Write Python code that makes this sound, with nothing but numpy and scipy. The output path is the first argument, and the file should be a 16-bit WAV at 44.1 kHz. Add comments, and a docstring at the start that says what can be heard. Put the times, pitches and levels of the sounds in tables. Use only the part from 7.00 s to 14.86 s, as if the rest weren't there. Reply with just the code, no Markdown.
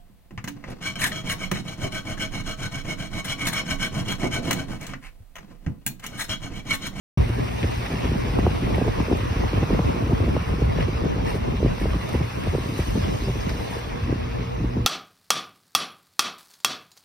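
"""Wind at a car window on a slushy road

A phone is held at the open window of a car driving along a wet mountain road. Wind rumbles,
flutters and drops away on its two microphone ports; single eddies thump or crack as they sweep past.
Underneath, the engine drones, the tyres roar and the slush they throw up hisses and spatters."""
import sys
import numpy as np
from scipy import signal
from scipy.fft import rfft, irfft
from scipy.io import wavfile
from scipy.ndimage import uniform_filter1d

SR = 44100
rng = np.random.default_rng(int(sys.argv[2]) if len(sys.argv) > 2 else 0)


def transcribe(signal):
    """Save signal, clipped to [-1, 1], as a 16-bit WAV file at the path in sys.argv[1]."""
    frames = np.atleast_2d(signal).T
    limited = np.clip(frames, -1, 1)
    pcm = np.round(limited * 32767).astype(np.int16)
    wavfile.write(sys.argv[1], SR, pcm)


N = 346626
TIME = np.arange(N) / SR
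FREQS = np.fft.rfftfreq(N, 1 / SR)

# gusts that hit the microphone head-on: t/s, leading eddy/dB, its pitch/Hz, buffet/dB, rumble/dB
GUSTS = [(0.182, -7.5, 119, -30, -14), (0.301, -35, 320, -30, -31), (0.39, -18.5, 304, -30.5, -22.5),
         (0.645, -14, 370, -27, -34), (0.922, -23, 406, -30, -34), (0.945, -25, 368, -31.5, -34),
         (1.046, -20, 450, -32, -36), (1.061, -14, 345, -28.5, -19.5), (1.12, -13.5, 325, -39, -32),
         (1.154, -20, 398, -26.5, -37), (1.334, -24, 400, -33, -30), (1.393, -10, 290, -24.5, -18),
         (1.44, -16.5, 250, -28, -22), (1.469, -9, 385, -34, -21), (1.636, -16.5, 327, -30.5, -42),
         (1.678, -21.5, 414, -41, -37), (1.708, -20, 473, -31, -20.5), (1.745, -21, 248, -37, -25),
         (1.783, -13, 577, -36, -32), (1.789, -16, 338, -31, -34), (1.817, -11.5, 467, -25.5, -32),
         (1.853, -22, 420, -46, -24), (1.881, -10.5, 385, -25, -30), (1.986, -21, 480, -43, -30),
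         (2.007, -10.5, 224, -31, -22), (2.085, -16.5, 420, -46, -34), (2.116, -8.5, 386, -26, -34),
         (2.13, -7, 347, -26.5, -23), (2.21, -25, 450, -35, -26), (2.367, -19, 347, -33, -18),
         (2.403, -24, 400, -31.5, -34), (2.439, -16, 796, -32, -23), (2.534, -13.5, 427, -30.5, -19),
         (2.576, -20, 523, -30, -20), (2.631, -12, 390, -23, -38), (2.708, -14.5, 383, -26, -19),
         (2.732, -10, 280, -28, -31), (2.749, -13, 448, -33, -40), (2.795, -12.5, 445, -25, -38),
         (2.847, -20, 450, -35, -25), (2.898, -14, 310, -28.5, -35), (3.025, -15.5, 367, -28.5, -21),
         (3.099, -19, 448, -31, -30), (3.127, -14.5, 300, -23.5, -30), (3.206, -14, 400, -38, -20),
         (3.241, -19, 395, -34, -36), (3.281, -17, 420, -28, -18.5), (3.367, -10, 580, -27, -33),
         (3.5, -26, 420, -38, -18), (3.541, -20, 397, -33, -42), (3.623, -11, 360, -28, -14),
         (3.762, -21, 406, -31, -24), (3.788, -13.5, 460, -36, -20), (3.805, -18, 430, -32, -32),
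         (3.887, -14.5, 347, -29.5, -25), (3.947, -23, 350, -30, -39), (4.019, -20, 400, -35, -42),
         (4.058, -22, 340, -27.5, -28), (4.122, -24, 240, -41, -30), (4.165, -20, 400, -39, -27),
         (4.184, -21, 423, -28, -26), (4.355, -16, 393, -34, -33), (4.489, -20, 385, -30.5, -28),
         (4.55, -18.5, 260, -35, -31), (4.607, -19, 376, -30, -29), (4.631, -9, 396, -39, -16.5),
         (4.649, -9, 296, -31, -26), (4.663, -10, 400, -28, -28), (4.817, -18.5, 360, -32, -18.5),
         (4.858, -13.5, 454, -27, -36), (4.894, -22, 400, -31, -18.5), (4.954, -28, 414, -28.5, -23),
         (5.151, -12, 377, -27, -18.5), (5.214, -18, 280, -27, -25), (5.379, -19.5, 240, -42, -32),
         (5.474, -15.5, 454, -32, -25), (5.54, -17, 398, -34, -35), (5.552, -10, 410, -26, -31),
         (5.585, -13, 360, -46, -30), (5.692, -19.5, 280, -47, -30), (5.794, -13, 313, -29, -23.5),
         (5.887, -20, 238, -43, -22), (5.96, -17, 384, -29, -34), (5.977, -13, 290, -31, -24),
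         (6.093, -17, 216, -40, -35), (6.225, -16, 260, -37, -23.5), (6.286, -15, 493, -39, -35),
         (6.298, -17.5, 350, -31, -23), (6.358, -19, 385, -38, -43), (6.473, -16, 223, -37, -27),
         (6.518, -19, 400, -31.5, -24), (6.769, -19.5, 400, -50, -43), (7.099, -17.5, 333, -27.5, -27),
         (7.128, -14, 380, -29, -28), (7.612, -18, 250.5, -34, -20.5), (7.646, -13, 300, -30.5, -22),
         (7.771, -13.5, 280, -28.5, -24), (7.793, -21, 357, -37, -32)]


def wind():
    """Rumble and buffeting swell in gusts on both ports; side swirls flutter between the two."""
    airflow = [(.2, -36.5), (.8, -32), (1.5, -24.5), (2.3, -30.5), (2.65, -35), (3.0, -25.5), (3.7, -30.5),
               (4.1, -26.5), (4.8, -29), (5.3, -35), (6.05, -28), (6.8, -31.5), (7.5, -32), (7.86, -29)]  # the stream past the window between gusts: t/s, level/dB
    swirls = [(.21, -22), (.42, -24.5), (.72, -27), (1.03, -32), (1.19, -26), (1.37, -22), (1.44, -27),
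              (1.53, -29), (1.74, -24), (1.91, -31), (2.0, -30), (2.29, -30), (2.43, -22.5), (2.57, -26),
              (2.74, -25), (2.88, -22), (3.0, -27), (3.16, -25), (3.32, -25), (3.71, -24), (3.83, -26),
              (4.0, -28), (4.11, -23), (4.27, -26), (4.5, -29), (4.711, -27), (5.381, -29), (5.91, -30),
              (6.1, -30), (6.47, -29), (7.21, -30), (7.359, -28)]  # swirls from the side: t/s, level/dB
    rumble_eq = [(15, -30), (28, -35), (42, -2.5), (58, 1), (80, -2), (110, -5), (160, -13), (300, -37),
                 (600, -105)]  # large, slow eddies: f/Hz, level/dB
    buffet_eq = [(50, -33), (110, -8), (170, 1.5), (250, -0.5), (420, -6.5), (700, -21), (1200, -24),
                 (2200, -42)]  # mid-sized eddies: f/Hz, level/dB
    flutter_eq = [(25, -15), (65, 7), (120, 0), (380, 1), (600, 0.5), (850, -7), (1050, -3), (1350, -14),
                  (2000, -16), (4000, -50)]  # churn between the ports: f/Hz, level/dB
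    air_db, = curves(airflow)
    front_db = air_db + lulls_db()
    side_db = air_db.mean() + 0.73 * (air_db - air_db.mean())
    # small eddies arrive first and the large, slow ones trail behind
    times, _, _, buffet_db, rumble_db = np.transpose(GUSTS)
    buffet_power = swells(times, buffet_db + 1.5, lag_s=0.0023, rise_s=0.016, fall_s=0.008)
    rumble_power = swells(times, rumble_db - 3.06, lag_s=0.0055, rise_s=0.0094, fall_s=0.051)
    swirl_times, swirl_db = np.transpose(swirls)
    swirl_power = swells(swirl_times, swirl_db - 2, lag_s=0.0028, rise_s=0.023, fall_s=0.028)
    rumble_level = gusting(front_db - 2, rumble_power, lump_hz=25.5)
    buffet_level = gusting(front_db - 7, buffet_power, lump_hz=16.4)
    flutter_level = gusting(side_db - 6.5, swirl_power, lump_hz=9.6)
    rumble = steadied(coloured(rng.standard_normal(N), rumble_eq), 0.055) * rumble_level
    buffet = steadied(coloured(swarm(per_s=700, spread_db=5.5), buffet_eq), 0.083) * buffet_level
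    shared = rumble + buffet + tearing(buffet_level)
    churn = swarm(per_s=1100, spread_db=0) + .5 * rng.standard_normal(N)
    flutter = steadied(coloured(churn, flutter_eq), 0.025) * flutter_level
    return np.array([shared + flutter, shared - flutter])


def gusting(stream_db, gust_power, lump_hz):
    """Wind envelope: gusts ride on a lumpy stream that dips freely but swells only so far."""
    lumps_db = 5 * np.minimum(wander(lump_hz), 1.26)
    return np.sqrt(gain_of(stream_db + lumps_db) ** 2 + gust_power)


def lulls_db(width_s=0.017, slack_db=-4):
    """The air drops away from the microphone for a moment, and slackens just before each gust."""
    lulls = [(.36, -10), (.73, -23), (.84, -5), (1.23, -3), (1.42, -12), (1.495, -1), (1.6, -6),
             (1.93, -16), (2.05, -10), (2.28, -21), (2.5, -6), (2.67, 3), (2.93, -4), (3.0, -4),
             (3.18, -12), (3.45, -15), (3.91, -14), (4.0, -6), (4.3, -8), (4.4, 1.5), (4.76, -6),
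             (5.02, -9), (5.07, -7), (5.27, -5), (5.53, -6), (5.62, -6), (5.85, -4), (5.93, 0), (6.19, 0),
             (6.255, -6), (6.34, -14), (6.4, -5), (6.67, -13), (6.8, -20), (6.92, -4), (7.52, -8)]  # dips in the airflow, and the odd lift: t/s, change/dB
    dips_db = sum(db * np.exp(-((TIME - s) / width_s) ** 2) for s, db in lulls)
    times = np.transpose(GUSTS)[0]
    before_gust = swells(times, np.zeros(len(times)), lag_s=-0.0457, rise_s=0.0037, fall_s=0.0045)
    return dips_db + slack_db * np.minimum(before_gust, 1)


def tearing(buffet_level, steepness=2.28):
    """Hard gusts break into smaller eddies, so they sound brighter."""
    tearing_eq = [(250, -20), (480, -12), (700, -0.5), (950, -10), (1250, -11), (2200, -19)]  # small eddies: f/Hz, level/dB
    texture = steadied(coloured(swarm(per_s=1600, spread_db=-2.5), tearing_eq), 0.047)
    return texture * gain_of(-37) * (buffet_level / gain_of(-24)) ** steepness


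def thumps(lean=0.25, trail_hz=145, trail_s=0.00861, scatter=0.31):
    """A quick eddy leads each gust and a slow one trails it, both a little nearer one port."""
    out = np.zeros((2, N))
    for s, db, hz, buffet_db, _ in GUSTS:
        phase, trail_phase, side, girth = rng.random(4)
        stretch = np.exp(scatter * (2 * girth - 1))  # a larger trailing eddy is lower and later
        lead = gain_of(db - 3.5) * eddy(hz, phase, cycles=0.75, slowing=0.36)
        trail = 2 * gain_of(buffet_db + 2) * eddy(trail_hz / stretch, trail_phase, slowing=0.48)
        start = s - len(lead) / SR / 2
        for port, sign in zip(out, (1, -1)):
            share = 1 + sign * lean * (2 * side - 1)
            add(port, start, lead * share)
            add(port, start + trail_s * stretch, trail * share)
    return out


def lone_eddies(thud_hz=85):
    """The sharpest vortices crack as they break on the ports; the largest pass as a deep thud."""
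    cracks = [(1.389, -20, 820), (1.467, -14.5, 750), (1.882, -27, 850), (2.002, -22, 900),
              (2.127, -19, 740), (2.706, -24, 930), (2.749, -25, 1090), (2.793, -22, 935),
              (3.367, -23, 940), (5.552, -32, 800)]  # sharp eddies: t/s, peak/dB, f/Hz
    thuds = [(0.201, -12), (.301, -20.5), (0.656, -15), (1.572, -18.5), (2.237, -15), (2.317, -17.5),
             (2.462, -15), (2.586, -16), (2.826, -20), (2.862, -14), (2.961, -21), (3.137, -14),
             (3.222, -14), (3.334, -20.5), (3.708, -15), (3.854, -18), (4.557, -26), (5.493, -15.5),
             (5.816, -21.5), (6.043, -17), (7.038, -17)]  # large, slow eddies: t/s, peak/dB
    vortices = [(s, db, hz, 1.15) for s, db, hz in cracks] + [(s, db, thud_hz, .8) for s, db in thuds]
    out = np.zeros(N)
    for s, db, hz, cycles in vortices:
        sound = gain_of(db) * eddy(hz, rng.random(), cycles, slowing=0.31)
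        add(out, s - len(sound) / SR / 2, sound)
    return out


def swarm(per_s, spread_db, bands=24):
    """Turbulence: random eddies of all sizes, the small, high ones more often."""
    out = np.zeros(N)
    for hz in np.geomspace(110, 1200, bands):
        hits = rng.random(N) < per_s * np.sqrt(hz / 400) / bands / SR
        strengths = gain_of(spread_db * np.clip(rng.standard_normal(N), -2, 1.5))
        out += signal.oaconvolve(hits * strengths, eddy(hz, rng.random()) * np.sqrt(hz), 'same')
    return evened(out)


def eddy(hz, phase, cycles=0.57, slowing=0.45):
    """A vortex at the port, centred in 60 ms: a few pressure swings, each longer than the last."""
    t = np.arange(-.03, .03, 1 / SR)
    turns = np.log(np.maximum(1 + slowing * hz * t, 1e-3)) / slowing
    envelope = np.exp(-.5 * (turns / cycles) ** 2) * signal.windows.tukey(len(t))
    return envelope * np.cos(2 * np.pi * (turns + phase))


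def engine(waver=0.0043, rough_db=3, whine_hz=467):
    """A rough, low drone on the firing rate and its multiples, and a faint whine from the drive."""
    running = [(.17, 59, -29.5, -60), (.8, 58.87, -30.5, -60), (1.4, 59.66, -37, -50), (3, 60.5, -42, -46),
               (4.5, 59.5, -34.5, -48.5), (6.2, 58.3, -41.5, -61), (6.5, 58.4, -39, -41.5),
               (7.3, 60.34, -32, -46), (7.86, 61, -32, -41)]  # the engine's run: t/s, firing rate/Hz, drone/dB, whine/dB
    harmonics = [(1, -5), (2, 3), (3, -9.5), (4, -9.5), (6, -18)]  # the drone's partials: multiple of the firing rate, level/dB
    firing_hz, drone_db, whine_db = curves(running)
    turns = np.cumsum(firing_hz * (1 + waver * wander(4.57))) / SR
    drone = np.zeros(N)
    for order, db in harmonics:
        strength = gain_of(db + rough_db * wander(16))
        drone += strength * np.sin(2 * np.pi * (order * turns + rng.random()))
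    whine_turns = np.cumsum(whine_hz * (1 + 0.0223 * wander(23.8))) / SR
    whine = np.sin(2 * np.pi * whine_turns) * gain_of(4 * wander(8.2))
    return evened(drone) * gain_of(drone_db) + evened(whine) * gain_of(whine_db)


def tyres():
    """The tyres roar, their tread sings, and they squeeze out water and fling up spray and slush."""
    wet_road = [(.2, -40.5, -61, -57), (.48, -41.5, -48, -58), (.7, -40.5, -48, -56), (1.05, -40, -46, -58),
                (1.15, -41, -49, -59), (1.7, -40.5, -50, -58), (2.85, -40.5, -48, -62),
                (3.05, -42.5, -51.5, -62.5), (3.5, -41.5, -57, -60), (3.9, -42, -50.5, -64),
                (4.15, -43.5, -51, -66), (4.62, -43.5, -50.5, -65), (4.9, -41.5, -51, -59),
                (5.45, -42, -48.5, -58.5), (5.88, -43, -43, -56.5), (6.45, -42.5, -45, -60.5),
                (6.74, -41.5, -48.5, -55.5), (6.92, -42.5, -53, -65), (7.4, -44.5, -53.5, -67),
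                (7.86, -49, -56, -71)]  # the wheels, by how wet the road is: t/s, roar/dB, swish/dB, spray/dB
    puddles = [(.63, -45, -64), (1.05, -43, -67), (3.81, -40.5, -61), (4.29, -39.5, -52.5),
               (4.35, -42.5, -56), (4.82, -44, -57), (5.03, -64, -61), (5.13, -63, -57), (5.78, -49, -53),
               (5.86, -58, -54), (6.04, -42.5, -77)]  # puddles and ridges of slush: t/s, roar/dB, spray/dB
    surface = [(.2, -79), (1, -45), (1.8, -44.5), (2.4, -40), (2.8, -37.5), (3.5, -41), (4.2, -45),
               (5.5, -43.5), (6.5, -47.5), (7.86, -47.5)]  # the tread's song, by the surface it rolls on: t/s, level/dB
    roar_eq = [(20, -15), (60, 17.5), (200, 3), (450, 7), (700, 7), (1020, 7), (1400, 1), (1900, 1.5),
               (2700, 1.5), (3150, -2.5), (4200, -9.5), (5600, -11.5), (9000, -40)]  # rolling roar: f/Hz, level/dB
    tread_eq = [(500, -17), (780, -12), (920, 0), (1100, 0.5), (1220, -5.5), (1400, -6), (2200, -36.5)]  # tread hum near 1 kHz: f/Hz, level/dB
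    swish_eq = [(1500, -10), (2900, 3.5), (4000, 1.5), (5500, 0), (6400, -1), (8500, -14), (15000, -15)]  # water squeezed from under the tyres: f/Hz, level/dB
    spray_eq = [(2000, -42), (5000, 1.5), (7500, -2.5), (9000, 2), (11000, -1.5), (13500, -6),
                (15500, -4.5)]  # fine droplets: f/Hz, level/dB
    roar_db, swish_db, spray_db = curves(wet_road)
    tread_db, = curves(surface)
    times, puddle_roar_db, puddle_spray_db = np.transpose(puddles)
    roar_db = with_puddles(roar_db, times, puddle_roar_db)
    spray_db = with_puddles(spray_db, times, puddle_spray_db)
    roar_noise, tread_noise, swish_noise, spray_noise = rng.standard_normal((4, 2, N))
    roar = coloured(roar_noise + 0.52 * droplets(per_s=1100, spread_db=3), roar_eq)
    roar = patchy(roar, depth_db=2.25) * gain_of(roar_db + 7 + 0.71 * wander(24))
    tread = coloured(tread_noise, tread_eq) * gain_of(tread_db)
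    swish = coloured(swish_noise + 0.5 * droplets(per_s=1300, spread_db=1.5), swish_eq)
    swish = patchy(swish, depth_db=5) * gain_of(swish_db)
    spray = coloured(spray_noise + droplets(per_s=5000, spread_db=1), spray_eq)
    spray *= gain_of(spray_db + 5 + 0.89 * wander(44))
    return stereo_width(roar + tread + swish + spray + splats())


def with_puddles(road_db, times, puddle_db):
    """The road's level in dB, surging as the tyres plough through each puddle."""
    surges = swells(times, puddle_db, lag_s=0.0026, rise_s=0.027, fall_s=0.028)
    return 10 * np.log10(gain_of(road_db) ** 2 + surges)


def droplets(per_s, spread_db):
    """Two trains of tiny impacts, a few of them large."""
    sizes = gain_of(spread_db * np.minimum(rng.exponential(1, (2, N)), 4))
    return evened(sizes * rng.standard_normal((2, N)) * (rng.random((2, N)) < per_s / SR))


def splats(slap_s=0.011, band_ratio=1.27):
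    """Each lump of slush lands with a bright tick and a duller, longer slap, lower for a larger lump."""
    lumps = [(0.629, -60, -27, 0.0036, 2170), (0.86, -49, -31, .006, 2210), (1.745, -54, -33, .004, 2200),
             (1.757, -44, -51, .004, 3000), (2.171, -45, -50, .008, 3000), (2.735, -50, -37, .004, 2200),
             (3.806, -60, -31, .004, 2100), (4.801, -45, -53, .005, 3000), (5.09, -35.5, -44, .0025, 4000),
             (5.436, -46, -37, .005, 2200), (5.78, -43, -56, .009, 3000), (5.906, -43, -50, .005, 3000),
             (6.49, -60, -29, .004, 1280), (6.494, -47, -37, .004, 4250), (6.709, -45, -41, .006, 2200),
             (6.789, -50, -45, .006, 2200)]  # slush landing close by: t/s, tick/dB, slap/dB, tick decay/s, slap pitch/Hz
    tick_eq = [(3000, -20), (7000, 3), (10000, 0), (13500, 0), (15500, -8)]  # the bright tick: f/Hz, level/dB
    tick_envelope, slaps = np.zeros(N), np.zeros((2, N))
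    t = np.arange(SR // 10) / SR
    for s, tick_db, slap_db, tick_s, hz in lumps:
        add(tick_envelope, s, gain_of(tick_db) * np.exp(-t / tick_s))
        band = signal.butter(2, [hz / band_ratio, hz * band_ratio], 'band', fs=SR, output='sos')
        for port in slaps:
            wet_noise = evened(signal.sosfilt(band, rng.standard_normal(len(t))))
            add(port, s, gain_of(slap_db) * np.exp(-t / slap_s) * wet_noise)
    return coloured(rng.standard_normal((2, N)), tick_eq) * tick_envelope + slaps


def stereo_width(pair):
    """Sets the stereo width of the tyre noise: left and right in step or opposed, by pitch."""
    likeness = [(100, 1), (400, 0.061), (950, -0.36), (1450, 0.024), (1950, 1), (2450, 0.34), (3100, -0.67),
                (4000, 0.33), (4800, 0.35), (5300, 0.92), (6200, 0.084), (6700, -0.5), (7000, -2.64),
                (7750, -1.9), (8000, 1), (8900, 0.0022), (9600, 0.28), (10600, -0.012), (11600, .4),
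                (12900, 0.88), (14000, 0), (14800, -0.93)]  # stereo image: f/Hz, likeness (+ in step, - opposed)
    alike = np.clip(across(likeness), -.97, .97)
    shared, opposed = irfft(rfft(pair) * np.sqrt([(1 + alike) / 2, (1 - alike) / 2]), N)
    return np.array([shared + opposed, shared - opposed])


def hollowed(pair, half_width_hz=140, depth=0.95):
    """What both ports share dips briefly in one narrow midrange band."""
    hollows = [(0.75, 613, 0.042), (1.195, 780, 0.022), (2.245, 750, 0.047), (2.89, 755, 0.022),
               (5.39, 800, 0.027)]  # passing notches: t/s, f/Hz, half length/s
    shared, lost = rfft(pair.mean(0)), np.zeros(N)
    for s, hz, half_s in hollows:
        band = irfft(shared * np.exp(-((FREQS - hz) / half_width_hz) ** 4), N)
        lost += band * np.exp(-((TIME - s) / half_s) ** 4)
    return pair - depth * lost


def patchy(x, depth_db, frames=7, bins=5):
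    """Makes noise flicker in patches some 40 ms long and 200 Hz wide, with the swells capped."""
    framing = dict(nperseg=1024, noverlap=768)
    spectra = signal.stft(x, **framing)[2]
    patches = uniform_filter1d(rng.standard_normal(spectra.shape[1:]), bins, axis=0)
    patches = uniform_filter1d(patches, frames, axis=1)
    flicker = gain_of(depth_db * np.minimum(evened(patches), 2))
    return evened(signal.istft(spectra * flicker, **framing)[1][:, :N])


def swells(times, levels_db, lag_s, rise_s, fall_s):
    """The power of events that share one shape: each peaks lag_s from its time, then falls."""
    t = np.arange(-SR // 4, SR // 4) / SR
    bell = np.exp(-(t / np.where(t < 0, rise_s, fall_s)) ** 2)
    power = np.zeros(N + SR)
    for s, db in zip(times, levels_db):
        add(power, s + lag_s, gain_of(db) ** 2 * bell)
    return power[SR // 4:][:N]


def steadied(x, seconds):
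    """Holds the rms over that many seconds at 1 and keeps the quicker lumps."""
    window = np.hanning(int(seconds * SR))
    power = signal.fftconvolve(x ** 2, window / window.sum(), 'same')
    return x / np.sqrt(abs(power) + 1e-6)


def wander(hz):
    """Random drift of rms 1 that moves up to about hz times a second."""
    return evened(irfft(rfft(rng.standard_normal(N)) / (1 + (FREQS / hz) ** 4), N))


def coloured(x, eq):
    """Shapes x with an EQ curve, at rms 1."""
    return evened(irfft(rfft(x) * gain_of(across(eq)), N))


def across(points):
    """A table over log frequency, at every bin."""
    hz, value = np.transpose(points)
    return np.interp(np.log(FREQS + 1), np.log(hz + 1), value)


def curves(rows):
    """Each column of a table over time, at every sample."""
    times, *columns = np.transpose(rows)
    return [np.interp(TIME, times, column) for column in columns]


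def add(mix, s, sound):
    """Mixes a sound in at time s."""
    part = mix[max(round(s * SR), 0):][:len(sound)]
    part += sound[:len(part)]


def gain_of(db):
    """Decibels to a factor."""
    return 10 ** (np.asarray(db) / 20)


def evened(x):
    """Scales to rms 1."""
    return x / np.sqrt(np.mean(x ** 2) + 1e-20)


def scene():
    """Wind on the microphone over the sound of the moving car."""
    return hollowed(wind() + thumps() + lone_eddies() + engine() + tyres())


def record(dry, low_cut_hz=23, high_cut_hz=15600, start_s=.174, fade_s=0.0009):
    """The microphone sheds the deepest wind; the sound cuts in sharply and loses its highest treble."""
    heard = irfft(rfft(dry) * (1 - 1 / (1 + (FREQS / low_cut_hz) ** 4)), N)
    opened = heard * np.clip((TIME - start_s) / fade_s, 0, 1)
    low_pass = signal.firwin(511, high_cut_hz, window=("kaiser", 9), fs=SR)
    return signal.oaconvolve(opened, low_pass[None], "same")


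dry = scene()
out = record(dry)
transcribe(out)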